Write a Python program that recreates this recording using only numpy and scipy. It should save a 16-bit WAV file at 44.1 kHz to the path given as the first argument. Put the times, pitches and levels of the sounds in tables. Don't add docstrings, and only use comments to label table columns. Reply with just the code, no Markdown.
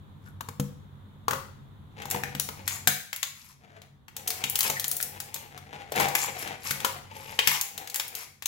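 import sys
import numpy as np
from scipy import signal
from scipy.fft import rfft, irfft, next_fast_len
from scipy.io import wavfile

SR = 44100
rng = np.random.default_rng(int(sys.argv[2]) if len(sys.argv) > 2 else 0)


def waveform_to_disk(signal):
    frames = np.transpose(np.atleast_2d(signal))
    scaled = np.clip(frames, -1, 1) * 32767
    samples = np.round(scaled).astype(np.int16)
    wavfile.write(sys.argv[1], SR, samples)


N = 373527
T = np.arange(N) / SR

# frequency in Hz, relative level in dB.
HUM_SPECTRUM = [(35, -9), (85, -3), (99, 7), (118, -15), (141, 3), (170, -16), (197, -7.5), (300, -23.5),
                (680, -35.5), (980, -32), (2700, -52.5), (3600, -44.5), (5000, -66.5), (15000, -66)]
# time in seconds, dB.
HUM_COURSE = [(2.85, -41), (3.05, -55), (4.3, -47), (7.35, -46), (7.55, -55)]
# start and length in seconds, level in dB.
FILM_STROKES = [(0.268, 0.019, -64), (2.692, 0.082, -45), (3.379, 0.14, -60.5), (4.327, 0.085, -50),
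                (4.642, 0.034, -33.5), (6.001, 0.043, -35.5), (6.189, 0.071, -37), (6.393, 0.035, -42.5),
                (6.662, 0.058, -40), (7.163, 0.207, -54.5), (7.497, 0.066, -34), (8.182, 0.051, -45.5)]
# frequency in Hz, gain in dB.
FILM_SPECTRUM = [(200, -34.5), (900, 14.5), (2200, 13.5), (4500, 6.5), (11000, 3), (16000, -6.5)]
# start and length in seconds, level in dB, resonance in Hz.
FINGER_STROKES = [(0.268, 0.017, -52.5, 1550), (2.693, 0.064, -48, 7020), (4.767, 0.0073, -34.5, 1760),
                  (6.003, 0.15, -37, 787), (6.16, 0.1, -43, 778), (6.205, 0.03, -41, 6800),
                  (7.405, 0.026, -45, 2800)]
# start in seconds, level in dB, shell pitch in Hz, body in dB relative to
# the level, table thud in dB, shell ring in dB relative to the body.
IMPACTS = [(0.408, -30, 1120, -6, -72, -15), (0.487, -31.5, 1024, -6.5, -36, -0.5),
           (0.598, -26, 860, -10.5, -18, -10), (1.282, -23, 1100, -5, -60, 4),
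           (1.309, -22.5, 1230, -8, -33.5, -2.5), (1.333, -27.5, 1210, -3, -41, 1.5),
           (1.357, -38, 1230, -1, -37, -5), (2.055, -32, 890, -5, -42.5, -5),
           (2.147, -32.5, 896, 0, -28, -4), (2.236, -29, 1770, -8.5, -32.5, 6.5),
           (2.35, -30.5, 1890, -9.5, -29.5, -5), (2.488, -28.5, 970, -6.5, -55, -4),
           (2.873, -9.5, 1644, -15.5, -27.5, 0), (4.439, -21.5, 2480, -9, -36.5, -12),
           (4.699, -16, 580, -9, -36.5, -9), (5.92, -24.5, 670, -2.5, -72, -11),
           (5.999, -15.5, 775, -4, -34, -10), (6.084, -23.5, 810, -7, -54, -3),
           (6.151, -15.5, 790, -14.5, -65, -1), (6.153, -26.5, 2150, -0.5, -74, -5),
           (6.708, -20, 1840, -14, -35, -6), (6.847, -15.5, 1210, -8.5, -39, -1),
           (7.39, -18.5, 2460, -4, -64, -2), (7.473, -10.5, 2200, -13, -35, -4)]
# multiple of the shell pitch, level in dB, cycles to decay by 60 dB.
SHELL_MODES = [(0.45, -3, 73), (0.999, 12, 21), (1.2, -11, 24), (2.05, -11, 38)]
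# frequency in Hz, level in dB, 60 dB decay time in seconds.
TABLE_MODES = [(107, -10.5, 0.053), (142.6, 2.5, 0.26), (194.7, -1.5, 0.28), (255.6, -5.5, 0.18),
               (488.7, -10, 0.17)]
BAG_SPELLS = [(1.978, 0.84), (4.19, 4.06)]
# start and length in seconds, level in dB.
PUSH_STROKES = [(2.03, 0.24, -40), (3.65, 0.19, -57.5), (4.26, 0.42, -50.5), (4.68, 0.018, -35.5),
                (5.36, 0.061, -62), (5.64, 0.091, -49), (5.99, 0.11, -30.5), (6.15, 0.39, -45),
                (6.66, 0.23, -44.5), (7.14, 0.19, -47), (7.94, 0.29, -64.5)]
# frequency in Hz, level in dB, 60 dB decay time in seconds.
SLIDE_MODES = [(512, 0.5, 0.091), (810.5, 9, 0.049), (962, 5.5, 0.015), (1920, 25, 0.0017)]
# start in seconds, level in dB, body in dB relative to the level.
CREASE_SNAPS = [(2.019, -38.5, -11), (2.101, -31, -23), (2.11, -21, -22.5), (2.397, -20, -20.5),
                (2.677, -19.5, -18), (3.129, -30, -10.5), (3.161, -25.5, -27), (3.229, -19.5, -16.5),
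                (3.817, -48, -10.5), (4.081, -47, -5), (4.165, -29, -22.5), (4.274, -28.5, -19),
                (4.277, -23, -30), (4.303, -21.5, -21.5), (4.497, -25.5, -52), (4.555, -17.5, -22.5),
                (4.589, -19.5, -23), (4.606, -16, -22), (4.629, -21.5, -25), (4.796, -24, -30),
                (4.842, -20.5, -19.5), (4.88, -26.5, -50.5), (4.913, -20, -29), (4.966, -29, -45),
                (5.001, -31, -7.5), (5.01, -29.5, -39), (5.026, -23, -33), (5.201, -27, -22),
                (5.342, -31.5, -24), (5.361, -33.5, -17), (5.576, -39.5, -12), (5.959, -29, -25),
                (6.474, -32, -11), (6.802, -32, -13), (7.611, -21.5, -24), (7.777, -28, -19),
                (7.873, -36, -15), (7.898, -30.5, -28), (7.943, -25.5, -16.5), (7.958, -23.5, -21.5),
                (7.997, -20.5, -19.5), (8.079, -36, -32), (8.151, -27, -27), (8.422, -33.5, -14),
                (8.457, -20, -25)]
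# frequency in Hz, reverberation time in seconds.
REVERB_TIMES = [(300, 0.46), (1600, 0.5), (4000, 0.52), (13000, 0.39)]
# time in seconds, room gain in dB.
REVERB_SEND = [(0.9, -4), (1.2, 0)]
# frequency in Hz, gain in dB.
MIC_RESPONSE = [(35, -16.5), (90, -7.5), (5600, 4.5), (7000, 8.5), (8800, 3.5), (10600, 7.5)]


def amp(db):
    return 10 ** (np.asarray(db) / 20)


def unit(x):
    return x / np.sqrt(np.mean(x ** 2))


def unit_energy(x):
    return unit(x) * np.sqrt(.01 * SR / x.shape[-1])


def curve(rows):
    return np.interp(T, *np.transpose(rows))


def at_hz(points, hz):
    f, value = np.transpose(points)
    return np.interp(np.log(hz + 1), np.log(f), value)


def colour(x, points):
    n = x.shape[-1]
    size = next_fast_len(n + 1024)
    gain = amp(at_hz(points, np.fft.rfftfreq(size, 1 / SR)))
    return irfft(rfft(x, size) * gain, size)[..., :n]


def fade(t60, t):
    return np.exp(-np.log(1000) * t / t60)


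def ring(modes, t):
    return sum(amp(db) * fade(t60, t) * np.sin(2 * np.pi * hz * t) for hz, db, t60 in modes)


def add(track, start, sound):
    i = max(int(start * SR), 0)
    track[:, i:i + sound.shape[-1]] += sound[..., :N - i]


def grains(per_s, spread_db):
    sizes = amp(spread_db * np.minimum(rng.exponential(size=N), 4))
    return unit((rng.random(N) < per_s / SR) * sizes * rng.choice([-1, 1], N))


def wander(per_s):
    return np.interp(T * per_s, np.arange(N // 100), 1.2 * rng.standard_normal(N // 100))


def stroke(start, length, attack_s, release_s):
    return np.exp(np.minimum(T - start, 0) / attack_s - np.maximum(T - start - length, 0) / release_s)


def scatter(n):
    shared, *own = rng.standard_normal((3, n))
    return shared + .7 * np.array(own)


def place(sound):
    left, right = np.broadcast_to(sound, (2, sound.shape[-1]))
    lag = rng.integers(7, 15)
    return np.array([left, np.pad(right, (lag, 0))[:len(left)]])


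def hum():
    mid, side = colour(rng.standard_normal((2, N)), HUM_SPECTRUM)
    spread = colour(side, [(100, -11), (250, -6), (700, 0)]) / np.std(mid)
    return amp(curve(HUM_COURSE)) * (unit(mid) + np.array([spread, -spread]))


def rustles():
    crackle = 0
    for hz in (1000, 2300, 5300, 12000):
        flips = np.abs(grains(per_s=600, spread_db=3.5))
        bursts = signal.oaconvolve(flips, fade(.012, T[:SR // 50]))[:N]
        crackle += colour(bursts * scatter(N), [(hz / 3, -24), (hz, 0), (hz * 3, -24)])
    envelope = sum(amp(db) * stroke(start, length, attack_s=.023, release_s=.012)
                   for start, length, db in FILM_STROKES)
    return place(envelope * unit(colour(crackle, FILM_SPECTRUM)))


def finger_rubs():
    out, t = np.zeros(N), T[:SR // 20]
    drift, decay_cycles = .038, 11
    slips = grains(per_s=900, spread_db=3)
    phase_per_hz = 2 * np.pi * np.cumsum(1 + drift * wander(per_s=25)) / SR
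    for start, length, db, hz in FINGER_STROKES:
        swell = signal.oaconvolve(slips, t * fade(decay_cycles / hz, t))[:N]
        squeak = unit(swell * np.sin(hz * phase_per_hz))
        out += amp(db) * stroke(start, length, attack_s=.008, release_s=.008) * squeak
    return place(out)


def crack(tone, rise_s, t60, rattle_db, rattle_t60):
    t = T[:SR // 12]
    rise = 1 - np.exp(-(t / rise_s) ** 2)
    decay = fade(t60, t) + amp(rattle_db) * fade(rattle_t60, t)
    burst = unit_energy(scatter(len(t)) * rise * decay)
    return colour(np.pad(burst, ((0, 0), (0, len(t)))), tone)[:, :len(t)]


def knocks():
    out, t = np.zeros((2, N)), T[:SR // 2]
    grip_damping = fade(.15, t)
    thud = unit_energy(ring(TABLE_MODES, t))
    for start, db, pitch_hz, body_db, thud_db, ring_db in IMPACTS:
        hollow = [(.2, -2), (.6, 4), (.95, 11.5), (1.3, 8.5)]
        top_db = -23 - .43 * body_db
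        tone = [(ratio * pitch_hz, body_db + gain_db) for ratio, gain_db in hollow]
        tone += [(1.75 * pitch_hz, (body_db + top_db) / 2 + 5.5), (11000, top_db)]
        contact = crack(tone, rise_s=.0015, t60=.068 * amp(db / 4), rattle_db=-38, rattle_t60=.086)
        modes = [(pitch_hz * ratio, mode_db + 2 * rng.standard_normal(), cycles / (pitch_hz * ratio))
                 for ratio, mode_db, cycles in SHELL_MODES]
        shell = amp(db + body_db + ring_db) * unit_energy(ring(modes, t) * grip_damping)
        add(out, start - .001, amp(db + 3.5) * place(contact))
        add(out, start, place(shell + amp(thud_db + 3) * thud))
    return out


def slides():
    t = T[:SR // 3]
    jerk_db, drift, shift_db = 4.5, .07, -51.5
    slips = grains(per_s=800, spread_db=3) * amp(jerk_db * wander(per_s=35))
    rub = unit(signal.fftconvolve(slips, ring(SLIDE_MODES, t))[:N])
    warped_samples = np.cumsum(1 + drift * wander(per_s=10))
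    rub = np.interp(warped_samples, np.arange(N), rub, period=N)
    rumble = unit(signal.fftconvolve(slips, ring(TABLE_MODES, t))[:N])
    moves = PUSH_STROKES + [(start, length, shift_db) for start, length in BAG_SPELLS]
    power = sum((amp(db) * stroke(start, length, attack_s=.027, release_s=.033)) ** 2
                for start, length, db in moves)
    return place(np.sqrt(power) * (rub + amp(-8.5) * rumble))


def snaps():
    out = np.zeros((2, N))
    for start, db, body_db in CREASE_SNAPS:
        top_db = -20.5 - .24 * body_db
        tone = [(200, body_db - 11.5), (900, body_db + 8), (1900, body_db + 12.5),
                (3500, (body_db + top_db) / 2 + 8), (11000, top_db)]
        tone = [(hz, tone_db + 2 * rng.standard_normal()) for hz, tone_db in tone]
        tick = crack(tone, rise_s=.0018, t60=.007, rattle_db=-21, rattle_t60=.065)
        add(out, start, amp(db + 4) * place(tick))
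    return out


def room(x, build_s):
    t = T[:int(.7 * SR)]
    hz = np.fft.rfftfreq(len(t), 1 / SR)
    noise = rfft(rng.standard_normal((2, len(t))))
    tail = 0
    for centre_hz, t60 in REVERB_TIMES:
        band = at_hz([(f, f == centre_hz) for f, _ in REVERB_TIMES], hz)
        tail += irfft(noise * band, len(t)) * fade(t60, t)
    response = unit(tail * np.minimum(t / build_s, 1)) / np.sqrt(len(t))
    send = colour(x, [(150, -8.5), (500, -2), (1150, -6), (14000, -1.5)])
    return signal.fftconvolve(send, response, axes=1)[:, :N]


def scene():
    handling = rustles() + finger_rubs() + knocks() + slides()
    ticks = snaps()
    direct = handling + ticks
    left = colour(direct[0], [(150, 1), (600, 4), (14000, 3)])
    right = colour(direct[1], [(150, 0), (500, -4), (14000, -4)])
    right += colour(direct[0], [(1500, -40), (4000, -12), (12000, -4)])
    send = (handling + amp(-1) * ticks) * amp(curve(REVERB_SEND))
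    walls = amp([[1.8], [-1.8]]) * room(send, build_s=.0058)
    return np.array([left, right]) + walls + hum()


def record(dry):
    top_hz = 15900
    clipped = np.clip(colour(dry, MIC_RESPONSE), -1, 1)
    return signal.sosfilt(signal.ellip(10, .2, 70, top_hz, fs=SR, output="sos"), clipped)


dry = scene()
out = record(dry)
waveform_to_disk(out)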